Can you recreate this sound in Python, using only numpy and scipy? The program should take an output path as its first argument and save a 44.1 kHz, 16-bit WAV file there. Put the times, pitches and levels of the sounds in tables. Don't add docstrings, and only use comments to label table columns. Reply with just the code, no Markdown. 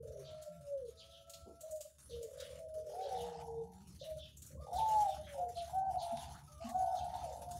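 import sys
import numpy as np
from scipy import signal
from scipy.fft import rfft, irfft, next_fast_len
from scipy.io import wavfile
from scipy.ndimage import uniform_filter1d, map_coordinates

SR = 44100
rng = np.random.default_rng(int(sys.argv[2]) if len(sys.argv) > 2 else 0)


def waveform_to_disk(signal):
    frames = np.transpose(np.atleast_2d(signal))
    scaled = np.clip(frames, -1, 1) * 32767
    samples = np.round(scaled).astype(np.int16)
    wavfile.write(sys.argv[1], SR, samples)


N = 334719



def doves():
    voices = deep_doves() + high_doves() + far_doves()
    return filtered(voices, lambda hz: 1 / (1 + (hz / 1620) ** 20))


# start_s, length_s, first_pitch_hz, last_pitch_hz, level_db
FALLING_COOS = [(0.2, 0.71, 636, 564.6, -53), (2.58, 0.63, 645.5, 578.2, -52),
                (4.89, .63, 656.7, 569, -54.5)]
# start_s, length_s, first_pitch_hz, last_pitch_hz, level_db
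DEEP_COOS = [(0, 0.23, 465, 420.8, -48.5), (1.01, 0.47, 557, 568, -84), (1.63, 0.24, 645, 611.3, -50),
             (2.1, 0.23, 477.3, 456, -49.5), (3.14, 0.559, 479.6, 453, -50.5),
             (4.02, 0.19, 642.5, 618.7, -50)]
# start_s, rise_s, fall_s, centre_hz, peak_db
DEEP_TRILLS = [(-.1, 0.092, 0.24, 552, -50), (1.59, 0.026, 0.16, 588, -55.5), (2.07, 0.32, 0.3, 564, -52.5),
               (2.72, 0.31, 0.12, 463, -52.5), (3.98, 0.024, 0.065, 590, -52), (4.48, 0.19, 0.31, 548, -56),
               (7.2, 0.12, 0.14, 573, -55)]
# centre_hz, width_hz, level_db
SHED_MODE = [(624, 5.3, -1.5)]


def deep_doves():
    calls = notes(FALLING_COOS, attack_s=0.0577, release_s=0.17, scoop=0.0069, droop=0.2187,
                  onset_db=-3.5, end_db=-2)
    calls += notes(DEEP_COOS, attack_s=0.041, release_s=0.077, scoop=0.02, droop=0.07,
                   onset_db=0.5, end_db=-13)
    clear = coos(through_standing_waves(calls), octave_db=-56, jitter=0.0088, flutter_db=1.9, wet_db=-4.5)
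    rolls = swells(DEEP_TRILLS, onset_db=-13.5, end_db=-5.5, climb_per_s=0)
    rolled = trills(rolls, rate=42, uneven=0.13, puff_s=0.0158, scatter=0.033, wet_db=-1)
    return ringing(clear, SHED_MODE) + rolled


# pitch_hz, gain_db
STANDING_WAVES = [(400, 4), (435, -14.5), (455, 6), (468, -6.5), (482, 9.5), (520, 1.5), (566, 14),
                  (592, -11.5), (603, 7), (612, -9), (624, 5), (641, -2), (655, 7.5)]


def through_standing_waves(calls):
    return [np.column_stack([s, hz, db + along(STANDING_WAVES, hz)]) for s, hz, db in map(np.transpose, calls)]


# start_s, length_s, first_pitch_hz, last_pitch_hz, level_db
ARCHED_COOS = [(5.69, 0.23, 764.5, 772, -34), (6.69, 0.267, 745.6, 748, -36)]
# time_s, pitch_hz, level_db
RISING_COO = [(2.925, 674, -56), (3.0, 761, -41), (3.085, 772, -54), (3.15, 756, -40.5), (3.21, 740, -53)]
# start_s, length_s, first_pitch_hz, last_pitch_hz, level_db
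HIGH_COOS = [(4.71, 0.085, 715, 730, -39), (4.745, 0.074, 770, 782, -36.5), (5.04, 0.073, 814, 777, -33),
             (5.08, 0.085, 710, 695, -43.5), (5.375, 0.11, 713, 715, -38), (5.55, 0.11, 692, 686, -43.5),
             (5.93, 0.083, 747, 729, -35.5), (6.01, 0.15, 690.4, 681, -39.5), (6.6, 0.14, 675, 697, -48.5),
             (6.77, 0.18, 692, 683, -41), (6.91, 0.19, 734, 721, -43), (7.18, .14, 760, 630, -47),
             (7.32, 0.17, 690, 693, -48), (7.45, 0.2, 712, 698, -48.5)]
# time_s, pitch_hz, level_db
LEAPING_COO = [(4.779, 879, -35.5), (4.831, 882, -33), (4.897, 872, -34), (4.985, 850, -28),
               (5.046, 824, -31)]
# start_s, rise_s, fall_s, centre_hz, peak_db
HIGH_TRILLS = [(2.88, 0.34, 0.64, 748, -49.5), (4.65, 0.13, 0.084, 750, -46), (5.02, 0.067, 0.22, 760, -60),
               (5.32, 0.02, 0.17, 782, -51.5), (5.66, 0.3, 0.52, 781, -44.5), (6.6, 0.4, 0.65, 773, -44.5)]


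def high_doves():
    arched = notes(ARCHED_COOS, attack_s=0.0727, release_s=0.029, scoop=0.1184, droop=0.059,
                   onset_db=-27.5, end_db=-9.5)
    short = notes(HIGH_COOS, attack_s=0.028, release_s=0.0425, scoop=0.03, droop=0.022,
                  onset_db=-4.5, end_db=-13.5)
    rolls = swells(HIGH_TRILLS, onset_db=-12, end_db=-29, climb_per_s=0.2)
    out = coos(arched + [RISING_COO], octave_db=-32, jitter=0.0038, flutter_db=2.3, wet_db=-13)
    out += coos(short, octave_db=-38.5, jitter=0.0044, flutter_db=2, wet_db=-4.5)
    out += coos([LEAPING_COO], octave_db=-35, jitter=0.003, flutter_db=1, wet_db=-18)
    return out + trills(rolls, rate=57.5, uneven=0.08, puff_s=0.009, scatter=0.035, wet_db=2)


# start_s, length_s, first_pitch_hz, last_pitch_hz, level_db
FAR_COOS = [(0.2, 0.48, 673, 679, -66.5), (.9, 0.385, 653, 667, -64.5), (1.2, 0.42, 669.4, 669, -61),
            (6.48, 0.1394, 600, 622, -62)]


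def far_doves():
    calls = notes(FAR_COOS, attack_s=0.11, release_s=0.08, scoop=0.016, droop=-0.0078, onset_db=-9, end_db=-8)
    return coos(calls, octave_db=-10, jitter=0.005, flutter_db=2.2, wet_db=-8)


def coos(calls, octave_db, jitter, flutter_db, wet_db):
    out = np.zeros(N)
    for call in calls:
        hz, gain = contour(call)
        n = len(hz)
        phase = phase_of(hz * (1 + jitter * wobble(70.8, n)))
        tone = np.sqrt(2) * (np.sin(phase) + amp(octave_db) * np.sin(2 * phase))
        flutter = amp(flutter_db * wobble(60.4, n))
        add(out, call[0][0], under_roof(tone * gain * flutter, wet_db))
    return out


def trills(calls, rate, uneven, puff_s, scatter, wet_db):
    out = np.zeros(N)
    t = np.arange(0, puff_s, 1 / SR)
    window = np.sin(np.pi * t / puff_s) ** 2
    for call in calls:
        hz, gain = contour(call)
        n = len(hz)
        roll = np.zeros(n)
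        turns = np.cumsum(rate * (1 + uneven * wobble(rate / 2, n))) / SR
        for i in np.flatnonzero(np.diff(np.floor(turns))):
            size, detune = rng.standard_normal(2)
            puff_hz = hz[i] * (1 + scatter * detune)
            puff = window * np.cos(2 * np.pi * puff_hz * (t - puff_s / 2))
            add(roll, i / SR, amp(2 * size) * puff)
        add(out, call[0][0], under_roof(unit(roll) * gain, wet_db))
    return out


def notes(rows, attack_s, release_s, scoop, droop, onset_db, end_db):
    calls = []
    for s, length, first_hz, last_hz, db in rows:
        t = np.arange(0, length, 1 / 1000)
        rise = np.clip(1 - t / attack_s, 0, 1)
        fall = np.clip(1 - (length - t) / release_s, 0, 1)
        glide = np.interp(t, [attack_s, max(attack_s, length - release_s)], [first_hz, last_hz])
        hz = glide * (1 - scoop * rise) * (1 - droop * fall)
        calls.append(np.column_stack([s + t, hz, db + onset_db * rise + end_db * fall]))
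    return calls


def swells(rows, onset_db, end_db, climb_per_s):
    calls = []
    for s, rise, fall, hz, db in rows:
        t = np.linspace(max(s, 0), s + rise + fall, 20)
        past_peak = t - s - rise
        before_db = onset_db * (past_peak / rise) ** 2
        after_db = end_db * (past_peak / fall) ** 2
        sink_db = np.where(past_peak < 0, before_db, after_db)
        climb = 1 + climb_per_s * np.maximum(past_peak, 0)
        calls.append(np.column_stack([t, hz * climb, db + sink_db]))
    return calls


def contour(call, fade=0.012):
    s, hz, db = np.transpose(call)
    t = np.arange(s[0], s[-1], 1 / SR)
    edges = np.clip(np.minimum(t - s[0], s[-1] - t) / fade, 0, 1)
    return np.interp(t, s, hz), amp(np.interp(t, s, db)) * np.sin(edges * np.pi / 2) ** 2


# start_s, level_db
CHIPS = [(.24, -60.5), (.85, -72.5), (.97, -58.5), (2.09, -60), (3.01, -59), (3.99, -57), (4.75, -54),
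         (5.55, -54.5), (5.98, -55.5), (6.95, -58)]
# start_s, level_db
CHEEPS = [(1.10, -62.5), (2.38, -60), (3.15, -57.5), (4.18, -57.5), (5.07, -61.5), (5.23, -64), (6.15, -59)]


def small_birds():
    chips = chirps(CHIPS, start_hz=4217, end_hz=2910, length=0.065, rasp=0.1233, upper_db=-9.5, wet_db=3)
    cheeps = chirps(CHEEPS, start_hz=3726, end_hz=2840, length=0.095, rasp=0.085, upper_db=-13, wet_db=1)
    return chips + cheeps


def chirps(rows, start_hz, end_hz, length, rasp, upper_db, wet_db):
    out = np.zeros(N)
    u = np.linspace(0, 1, int(length * SR))
    envelope = np.sqrt(np.abs(np.sin(np.pi * u)))
    for s, db in rows:
        sweep = start_hz + (end_hz - start_hz) * u ** 1.5
        phase = phase_of(sweep * (1 + rasp * wobble(696.5, len(u))))
        whistle = np.sin(phase) + amp(upper_db) * np.sin(1.5 * phase)
        add(out, s, under_roof(amp(db) * unit(whistle * envelope), wet_db))
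    return out


# start_s, level_db, low_ring_share_db
TICKS = [(0.421, -55, -5.5), (1.295, -50.5, -9), (1.334, -54, 3.5), (1.6066, -49.5, -14), (1.708, -50, -21),
         (1.7568, -55.5, -12), (1.806, -46.5, -11), (2.226, -51.5, -10), (2.399, -52.5, 2.5),
         (4.368, -53.5, -30), (4.4187, -51, -11), (4.462, -52.5, -22), (4.757, -54.5, -20),
         (6.688, -52.5, -7), (7.5084, -50.5, -7.5)]
# frequency_hz, relative_level_db
TICK_TOP = [(4500, -29), (6800, 0.5), (9500, -7), (15500, -13)]


def ticks(lift_db, rise_s, t60, wet_db):
    out = np.zeros(N)
    t = np.arange(SR // 8) / SR
    for s, db, low_db in TICKS:
        snap = noise(TICK_TOP, len(t)) + amp(low_db) * band(4100, 0.69, len(t))
        envelope = amp(db + lift_db - 60 * t / t60) * (1 - np.exp(-t / rise_s))
        add(out, s, under_roof(envelope * snap, wet_db))
    return out


# start_s, starting_level_db
CLICKS = [(5.958, -49), (6.1732, -40)]


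def clicks(t60):
    out = np.zeros(N)
    t = np.arange(SR // 8) / SR
    for s, db in CLICKS:
        add(out, s, amp(db - 60 * t / t60) * noise(SCUFF, len(t)))
    return out


# start_s, centre_hz, width_octaves, level_db
BUMPS = [(1.459, 340, 0.94, -56), (2.392, 1640, 0.51, -61.5), (5.263, 1750, 0.52, -60),
         (6.119, 232, 0.16, -55), (6.335, 1324, 0.41, -62.5), (6.64, 236.3, 0.12, -44.5)]


def bumps(rise_s):
    out = np.zeros(N)
    u = np.arange(SR // 3) / SR / rise_s
    for s, hz, octaves, db in BUMPS:
        add(out, s, amp(db) * u * np.exp(1 - u) * band(hz, octaves, len(u)))
    return out


# time_s, level_db
HISS = [(0, -72), (1.6, -77.5), (1.95, -68.5), (2.35, -69), (2.8, -69), (3.25, -66), (3.55, -78.5),
        (4.05, -66), (4.33, -76), (4.5, -65.5), (4.59, -80), (4.63, -68), (4.93, -58), (5.25, -68),
        (5.76, -61.5), (5.85, -79), (5.93, -64), (6.25, -62.5), (6.47, -72.5), (6.55, -65.5), (7.59, -65.5)]
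# frequency_hz, relative_level_db
RUSTLE = [(800, -10.5), (1300, -1.5), (2300, -7.5), (4200, -7.5), (6300, 3), (8000, -4.5), (10000, 2.5),
          (15500, -17.5)]


def rustle(lift_db, fizz_db, patchy_db):
    flicker = grainy_flicker(rate=160, spread_db=12.5, t60=0.22)
    fizz = amp(fizz_db) * unit(flicker ** 2) * band(13500, 0.7, N)
    hiss = flicker * patchy(noise(RUSTLE, N), patchy_db)
    return amp(level_curve(HISS) + lift_db) * (hiss + fizz)


def grainy_flicker(rate, spread_db, t60):
    grains = (rng.random(N) < rate / SR) * amp(spread_db * rng.uniform(-1, 1, N))
    decay = amp(-60 * np.arange(SR // 4) / SR / t60)
    power = signal.fftconvolve(grains ** 2, decay ** 2)[:N]
    return unit(np.sqrt(np.abs(power)))


# start_s, length_s, level_db
SCUFFS = [(0.131, 0.42, -72.5), (2.32, 0.32, -68), (2.915, 0.58, -65), (4.794, 0.47, -63),
          (5.942, 0.54, -67), (6.599, 0.13, -60.5), (7.044, 0.31, -64)]
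# frequency_hz, relative_level_db
SCUFF = [(800, -4.5), (1300, 6.5), (3500, -1), (6500, -0.5), (15000, -31)]


def scuffs(grain_db, patchy_db):
    out = np.zeros(N)
    for s, length, db in SCUFFS:
        n = int(length * SR)
        clumps = amp(grain_db * (wobble(30.2, n) + wobble(250, n)))
        grains = clumps * patchy(noise(SCUFF, n), patchy_db)
        add(out, s, amp(db) * signal.windows.tukey(n, 0.5) * unit(grains))
    return out


# centre_hz, width_hz, level_over_plain_sound_db
COLOUR_RINGS = [(3000, 110, -3), (3620, 130, 4), (4290, 250, 0.5)]


def coloured_rustle():
    source = rustle(lift_db=1.5, fizz_db=-14.5, patchy_db=3.8) + scuffs(grain_db=2, patchy_db=3.8)
    return ringing(source, COLOUR_RINGS)


# time_s, level_db
RUMBLE_LEVEL = [(0, -59.5), (0.45, -75), (0.72, -66.5), (1.5, -71.5), (1.75, -69), (1.99, -74),
                (2.13, -64.5), (2.85, -67), (3.04, -74), (3.23, -61.5), (4.2, -64.5), (4.6, -59),
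                (5.8, -61), (7.3, -59), (7.59, -48.5)]
# frequency_hz, relative_level_db
RUMBLE = [(25, -25), (48, -16.5), (75, -2.5), (150, -10.5), (600, -36), (2500, -69.5)]


def engine(hum_hz, hum_db, second_db, noise_db, wobble_db):
    phase = phase_of(hum_hz * (1 + 0.0207 * wobble(12, N)))
    hum = amp(hum_db + 4.7 * wobble(42, N)) * np.sin(phase)
    hum += amp(second_db + 6.1 * wobble(24, N)) * np.sin(2 * phase)
    level = amp(level_curve(RUMBLE_LEVEL) + wobble_db * wobble(12, N))
    return level * (hum + amp(noise_db) * noise(RUMBLE, N))


# start_s, length_s, first_pitch_hz, last_pitch_hz, level_db
FAR_TONES = [(0, 0.3, 130, 135, -60.5), (0.48, 0.26, 181.4, 119, -65), (4.57, 0.113, 1126, 1202, -63.5),
             (6.47, 0.3, 1285, 1110, -63.5)]
# time_s, pitch_hz, level_db
WANDERING_TONE = [(3.12, 153.7, -59), (3.27, 183.8, -58.5), (3.42, 149.2, -62), (3.64, 172, -59),
                  (3.84, 197.6, -60.5), (4.05, 127, -66)]


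def far_tones():
    distant = notes(FAR_TONES, attack_s=0.03, release_s=0.063, scoop=0, droop=0, onset_db=2, end_db=-6)
    out = coos(distant, octave_db=-31, jitter=0.03, flutter_db=4, wet_db=5)
    return out + coos([WANDERING_TONE], octave_db=-19, jitter=0.025, flutter_db=3, wet_db=-3)


def under_roof(x, wet_db, t60=0.38):
    t = np.arange(SR // 2) / SR
    wet = signal.fftconvolve(x, rng.standard_normal(len(t)) * amp(-60 * t / t60))
    wet *= amp(wet_db) * np.linalg.norm(x) / np.linalg.norm(wet)
    return (np.pad(x, (0, len(t) - 1)) + wet) / np.hypot(1, amp(wet_db))


def ringing(x, rings):
    def response(hz):
        modes = (amp(db) * 1j * hz * w / (c * c - hz * hz + 1j * hz * w) for c, w, db in rings)
        return 1 + sum(modes)
    return filtered(x, response)


def patchy(x, depth_db):
    z = signal.stft(x, nperseg=512)[2]
    field = uniform_filter1d(rng.standard_normal(z.shape), size=7, axis=0)
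    field = uniform_filter1d(field, size=12, axis=1)
    return unit(signal.istft(z * amp(depth_db * unit(field)), nperseg=512)[1][:len(x)])


def noise(spectrum, n):
    return unit(filtered(rng.standard_normal(n), lambda hz: amp(along(spectrum, hz))))


def band(centre_hz, octaves, n):
    def bell(hz):
        return np.exp(-(np.log2((hz + 1) / centre_hz) / octaves) ** 2)
    return unit(filtered(rng.standard_normal(n), bell))


def filtered(x, response):
    m = next_fast_len(len(x) + SR // 4)
    return irfft(rfft(x, m) * response(np.fft.rfftfreq(m, 1 / SR)), m)[:len(x)]


def wobble(rate, n):
    return map_coordinates(rng.standard_normal(int(n * rate / SR) + 4), [np.arange(n) * rate / SR])


def phase_of(hz):
    return 2 * np.pi * np.cumsum(hz) / SR


def amp(db):
    return 10 ** (np.asarray(db) / 20)


def unit(x):
    return x / np.sqrt(np.mean(x ** 2) + 1e-20)


def along(points, hz):
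    f, v = np.transpose(points)
    return np.interp(np.log(hz + 1), np.log(f), v)


def level_curve(rows):
    s, db = np.transpose(rows)
    return np.interp(np.arange(N) / SR, s, db)


def add(track, s, sound):
    part = track[max(0, round(s * SR)):][:len(sound)]
    part += sound[:len(part)]


def scene():
    cages = ticks(lift_db=5, rise_s=0.0041, t60=0.082, wet_db=-3.5) + clicks(t60=0.005)
    yard = bumps(rise_s=0.025) + coloured_rustle() + far_tones()
    yard += engine(hum_hz=72, hum_db=0.5, second_db=-7, noise_db=-1, wobble_db=3)
    return (doves() + small_birds() + cages + yard)[None]


def record(dry):
    return np.array([filtered(x, lambda hz: hz < 15750) for x in dry])


dry = scene()
out = record(dry)
waveform_to_disk(out)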